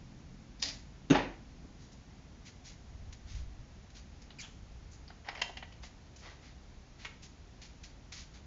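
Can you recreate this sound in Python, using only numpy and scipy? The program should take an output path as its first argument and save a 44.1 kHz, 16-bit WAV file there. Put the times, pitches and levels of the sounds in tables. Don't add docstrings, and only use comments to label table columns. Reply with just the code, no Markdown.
import sys
import numpy as np
from scipy import signal
from scipy.fft import rfft, irfft
from scipy.io import wavfile
from scipy.ndimage import uniform_filter1d

SR = 44100
rng = np.random.default_rng(int(sys.argv[2]) if len(sys.argv) > 2 else 0)


def dump_mix(stems):
    frames = np.atleast_2d(stems).T
    limited = np.clip(frames, -1, 1)
    pcm = np.round(limited * 32767).astype(np.int16)
    wavfile.write(sys.argv[1], SR, pcm)


N = 373086
EDGE_HZ = 7570
T = np.arange(SR) / SR
HZ = np.fft.rfftfreq(4096, 1 / SR)

# (frequency [Hz], relative level [dB])
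GRIT_COLOUR = [(300, -22.5), (800, -8.5), (1500, -5), (2000, 2.5), (3000, -0.5), (4200, 2), (5500, 1.5),
               (6800, 0.5), (7600, -15.5)]
# (frequency [Hz], relative level [dB])
QUIVER_COLOUR = [(180, -32), (350, -15.5), (550, -9), (750, -2.5), (980, -6), (1250, -9), (1650, -8.5),
                 (2050, -4.5), (2450, -10.5), (2950, -6.5), (3600, -12.5), (4900, -9.5), (6000, -16),
                 (6800, -13.5), (7500, -26)]


def gain_of(db):
    return 10 ** (np.asarray(db) / 20)


def evened(x):
    return x / np.sqrt(np.mean(x ** 2) + 1e-20)


def read(points, hz):
    f, value = np.transpose(points)
    return np.interp(np.log(hz + 1), np.log(f + 1), value)


def add(mix, s, sound):
    start = max(round(s * SR), 0)
    part = mix[start:][:len(sound)]
    part += sound[:len(part)]


def colour(x, spectrum, tilt_db=0):
    level = read(spectrum, HZ) + tilt_db * np.log2(np.clip(HZ, 400, EDGE_HZ))
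    cepstrum = irfft(np.log(gain_of(level - level.max()) + 1e-5))
    cepstrum[1:len(HZ) - 1] *= 2
    cepstrum[len(HZ):] = 0
    taps = irfft(np.exp(rfft(cepstrum)))
    taps = taps / np.linalg.norm(taps)
    return signal.fftconvolve(x, taps)[:len(x)]


def swell(rise, t60):
    rise = max(rise, 1e-4)
    growth = np.minimum(T / rise, 1)
    decay = np.exp(-np.log(1000) * np.maximum(T - rise, 0) / max(t60, 1e-3))
    return growth * decay


def arch(length, skew=1, sharpness=1):
    return np.abs(np.sin(np.pi * np.minimum(T / length, 1) ** skew)) ** sharpness


def grains(per_s, spread_db):
    chance, size, sign = rng.random(SR), rng.exponential(1, SR), rng.choice([-1, 1], SR)
    clicks = (chance < per_s / SR) * sign
    return evened(clicks * gain_of(spread_db * np.minimum(size, 4)))


def ring(modes):
    return sum(gain_of(db) * swell(rise, t60) * np.sin(2 * np.pi * hz * T) for hz, db, t60, rise in modes)


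def steady(spectrum):
    noise = rfft(rng.standard_normal(N))
    return evened(irfft(noise * gain_of(read(spectrum, np.fft.rfftfreq(N, 1 / SR))), N))


def alley_tail():
    # (frequency [Hz], t60 [s])
    alley_t60 = [(150, 0.62), (300, 0.45), (800, 0.42), (2500, 0.4), (5000, 0.34), (7500, 0.44)]
    hz, t, z = signal.stft(grains(6000, 0), SR, nperseg=256)
    decay = np.exp(-np.log(1000) * t / read(alley_t60, hz)[:, None])
    return signal.istft(z * decay, SR, nperseg=256)[1][:SR]


def yard(x, wet_db, slap_db):
    response = alley_tail() * np.minimum(T / 0.011, 1)
    response *= gain_of(wet_db) / np.linalg.norm(response)
    for delay in (.0175, .0315, .0605, .063):
        add(response, delay, gain_of([slap_db]))
    return x + signal.fftconvolve(x, response)[:N]


def air():
    # (frequency [Hz], relative level [dB])
    air_colour = [(12, -33.5), (22, -6), (54, 2), (76, -1), (98, -7), (182, -12), (284, -17), (402, -20.5),
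                  (560, -23), (740, -22), (1100, -27.5), (1700, -29), (2000, -28.5), (3000, -32),
                  (6800, -33), (7500, -47)]
    drone_colour = [(60, -18.5), (130, 4.5), (190, 1.5), (280, -3), (400, -19.5), (900, -47.5),
                    (3000, -56.5)]
    buffet_colour = [(15, -6), (28, -4), (60, 3), (100, -4), (150, -15.5), (300, -58), (900, -71)]
    # (time [s], level [dB])
    traffic = [(0, -56.5), (1.7, -57.5), (3.2, -63.5), (4.4, -61), (5.6, -65), (8.46, -66)]
    # (middle [s], half width [s], level [dB])
    puffs = [(2.935, 0.043, -48), (3.075, 0.071, -45.5), (3.395, 0.12, -40), (3.608, .016, -42),
             (4.72, .3, -54)]
    t = np.arange(N) / SR
    gust = sum(gain_of(db) * np.exp(-((t - s) / width) ** 2) for s, width, db in puffs)
    wind = gust * steady(buffet_colour)
    drone = gain_of(np.interp(t, *np.transpose(traffic))) * steady(drone_colour)
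    return gain_of(-53.5) * steady(air_colour) + drone + wind


def bumps():
    # (time [s], level [dB], brightness [dB per octave])
    blows = [(1.641, -49.5, -13), (3.758, -52.5, -15), (5.488, -43, 8), (5.831, -53, 11.5)]
    # (frequency [Hz], relative level [dB])
    dull = [(60, -17), (170, -3), (270, 3.5), (380, -4), (560, -7), (800, -4), (1200, -26.5), (3000, -38),
            (7500, -63)]
    out = np.zeros(N)
    for s, db, tilt_db in blows:
        burst = grains(6000, 2.4) * swell(rise=.009, t60=0.067)
        add(out, s, gain_of(db) * colour(burst, dull, tilt_db))
    return yard(out, wet_db=-8.5, slap_db=-28)


def steps():
    # (time [s], level [dB], t60 [s])
    heels = [(3.124, -50.5, .075), (3.9, -60, .065), (7.615, -51, .27), (7.833, -48.5, .14),
             (8.12, -45, .17)]
    # (time [s], length [s], level [dB], brightness [dB per octave])
    scuffs = [(1.789, .12, -64, 2), (1.916, .04, -59.5, 7), (2.449, .075, -53.5, 0), (2.64, .125, -54, 2),
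              (3.261, .22, -56.5, -.5), (3.944, .085, -56, 1.5), (4.91, 0.073, -60, 8),
              (5.822, .08, -54, 0), (6.18, .09, -61, 4), (6.215, 0.17, -52.5, -7), (6.409, 0.16, -61, -3.5),
              (6.982, .14, -56, -3), (7.22, .07, -53.5, 3), (8.142, 0.13, -51, 0),
              (8.334, 0.072, -58, -1.5)]
    # (frequency [Hz], relative level [dB])
    clack_colour = [(200, -20), (450, -8), (750, -14), (1300, -3), (1750, -3.5), (2200, 3.5), (2700, -2.5),
                    (3500, -6.5), (5500, -14.5), (7000, -15.5), (7600, -33)]
    out = np.zeros(N)
    for s, db, t60 in heels:
        crackle = grains(4000, 1.9) * swell(.004, t60)
        add(out, s, gain_of(db) * colour(crackle, GRIT_COLOUR, tilt_db=.5))
    for s, length, db, tilt_db in scuffs:
        slide = grains(5000, 2.2) * arch(length, skew=0.56, sharpness=1.6)
        add(out, s, gain_of(db) * colour(slide, GRIT_COLOUR, tilt_db))
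    clack = grains(3500, 2.6) * swell(rise=0.0013, t60=.1)
    add(out, 7.0475, gain_of(-37.5) * colour(clack, clack_colour))
    return yard(out, wet_db=-7.0, slap_db=-28)


def squeak():
    # (frequency [Hz], relative level [dB])
    rustle_colour = [(500, -11), (1700, -3), (2300, -12), (2700, -3), (3300, 3), (4200, -14), (7500, -21)]
    start_s, length_s = 4.386, 0.024
    start_hz, fall_hz_per_s = 2534, 17000
    pitch = start_hz - fall_hz_per_s * np.minimum(T, length_s)
    jitter, shimmer = evened(uniform_filter1d(rng.standard_normal((2, SR)), size=30))
    phase = 2 * np.pi * np.cumsum(pitch * (1 + 0.029 * jitter)) / SR
    tone = np.sin(phase) + gain_of(-5) * np.sin(2 * phase) + gain_of(-11) * np.sin(3 * phase)
    tone = tone * (1 + 0.36 * shimmer) * arch(length_s, sharpness=0.31)
    rasp = colour(grains(4000, 2.5) * swell(.023, 0.11), GRIT_COLOUR, 9.5)
    rub = colour(grains(4000, 1.7) * swell(0.032, 0.2), rustle_colour)
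    out = np.zeros(N)
    add(out, start_s, gain_of(-46) * tone)
    add(out, start_s + .003, gain_of(-45) * rasp)
    add(out, start_s + 0.023, gain_of(-51) * rub)
    return yard(out, wet_db=-7.0, slap_db=-30)


def knock(db, pitch, top):
    # (middle frequency [Hz], relative level [dB], t60 [s])
    shaft_modes = [(823, -22, 0.15), (2070, -13, .09), (2760, -13.5, 0.031), (3030, -15.5, .09),
                   (5330, -24, .06)]
    harder_db = db + 40
    rise = .004 * 2 ** (harder_db / 20.5)
    t60 = 0.06 / 2 ** (harder_db / 20)
    contacts = grains(10000, 3.0)
    contacts += gain_of(4) * signal.lfilter(*signal.iirpeak(pitch, 4, fs=SR), contacts)
    contacts = signal.sosfilt(signal.butter(8, top, fs=SR, output="sos"), contacts)
    tilt_db = 4 * np.log2(pitch / 2450)
    clack = evened(colour(contacts, QUIVER_COLOUR, tilt_db)) * swell(rise, t60)
    modes = []
    for hz, level, decay in shaft_modes:
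        shaft_hz = hz * (1 + .025 * rng.standard_normal())
        modes.append((shaft_hz, level, decay, rise))
    return gain_of(db) * (clack + gain_of(-8.5) * ring(modes))


def quiver():
    # (time [s], level [dB], pitch of the contact [Hz], top edge [Hz])
    knocks = [(4.218, -56.5, 5450, 7000), (4.303, -52, 3800, 4500), (5.077, -55, 4820, 5200),
              (5.101, -52, 1300, 5000), (5.246, -55, 2000, 6000), (5.27, -50, 1600, 5500),
              (5.284, -32, 2050, 5700), (5.35, -44.5, 2190, 6530), (5.373, -46, 2000, 6500),
              (5.392, -47, 2600, 6200), (5.4145, -25.5, 2850, 7300), (5.569, -40.5, 2800, 6960),
              (5.624, -42.5, 2040, 4220), (5.722, -56, 2700, 6500), (5.832, -49.5, 2100, 6500),
              (6.16, -54, 6740, 7300)]
    out = np.zeros(N)
    for s, db, pitch, top in knocks:
        add(out, s, knock(db, pitch, top))
    jostle = grains(per_s=900, spread_db=2.2) * arch(length=.25, skew=0.97, sharpness=0.44)
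    add(out, 5.245, gain_of(-52.5) * colour(jostle, QUIVER_COLOUR, tilt_db=-4))
    return yard(out, wet_db=-8.5, slap_db=-28)


def target():
    # (frequency [Hz], relative level [dB], t60 [s], rise [s])
    target_modes = [(45.6, -40.5, 1, 0.025), (160.5, -22.5, 0.1, 0.0038), (279, -14.5, 0.036, 0.0044),
                    (372.7, -27.5, 0.24, 0.0019), (498, -39.5, 0.22, 0.02), (657, -35.5, 0.054, 0.00083),
                    (1500, -34.5, 0.036, .0005), (2725, -37.5, 0.076, .0005), (3714, -36, 0.043, .0005),
                    (6480, -42, 0.029, 0.00042)]
    # (delay [s], gain [dB])
    paths = [(0, -1.5), (.0071, 4.5)]
    # (frequency [Hz], relative level [dB])
    crunch_colour = [(200, -6.5), (480, 7), (900, -1), (1450, 0.5), (2200, -4), (2800, -2), (4000, -11),
                     (5200, -15.5), (6500, -7.5), (7500, -31.5)]
    far_colour = [(59, -26), (110, -10.5), (210, -8), (270, -3.5), (380, -7), (520, -6.5), (650, -8.5),
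                  (820, -6.5), (1150, -13), (1600, -14), (1880, -11), (2180, -14), (2580, -13.5),
                  (3300, -20.5), (4500, -23), (6700, -37), (7500, -52)]
    # (frequency [Hz], relative level [dB], t60 [s], rise [s])
    linger = [(264, -27, 0.37, 0.0044), (825, -24, .11, 0.0076), (961, -33.5, 0.22, 0.006)]
    hit_s = 1.1005
    out = np.zeros(N)
    boom = -ring(target_modes)
    for delay, db in paths:
        add(out, hit_s + delay, gain_of(db) * boom)
    crunch = grains(5000, 3.9) * swell(0.0016, 0.27)
    add(out, hit_s, gain_of(-30) * colour(crunch, crunch_colour))
    board_scatter = grains(4600, 1.7) * swell(0.0065, .2)
    add(out, hit_s + .02, gain_of(-27.5) * colour(board_scatter, far_colour, -2.7))
    clap = gain_of(-27.5) * alley_tail() * np.minimum(T / 0.0037, 1)
    clap += gain_of(-29) * grains(4000, 1.9) * swell(0.0041, 0.14)
    add(out, hit_s + .0452, colour(clap, far_colour))
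    add(out, hit_s + .047, gain_of(-3) * ring(linger))
    return yard(out, wet_db=-18, slap_db=-29)


def bow():
    # (time [s], level [dB], rise [s], t60 [s])
    release = [(.591, -53, 0.012, 0.18), (0.6175, -38, 0.0086, .03), (0.6254, -23.5, 0.00067, 0.024),
               (.632, -30.5, 0.0026, 0.071)]
    # (frequency [Hz], relative level [dB])
    bow_colour = [(120, -32), (200, -20), (400, -20.5), (600, -11.5), (1290, -19.5), (1670, -13.5),
                  (1850, -8), (2800, -10.5), (3400, -8), (4000, -4), (4900, 0), (5500, -3.5), (6100, -8.5),
                  (7000, -9.5), (7500, -28)]
    # (frequency [Hz], level [dB], t60 [s], rise [s])
    twang = [(280, -51.5, 0.73, 0.014)]
    out = np.zeros(N)
    for s, db, rise, t60 in release:
        snap = grains(12000, 1.2) * swell(rise, t60)
        add(out, s, gain_of(db) * colour(snap, bow_colour, 0.91))
    out = yard(out, wet_db=-17, slap_db=-14.5)
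    scatter = alley_tail() * np.minimum(T / 0.039, 1)
    add(out, .628, gain_of(-33.0) * colour(scatter, bow_colour, -0.91))
    add(out, .635, ring(twang))
    return out


def scene():
    background = air() + bumps()
    archer = steps() + squeak() + quiver()
    shot = target() + bow()
    return (background + archer + shot)[None]


def record(dry):
    low_pass = signal.firwin(301, EDGE_HZ, window=("kaiser", 8), fs=SR)
    return signal.oaconvolve(dry, low_pass[None], "same")


dry = scene()
out = record(dry)
dump_mix(out)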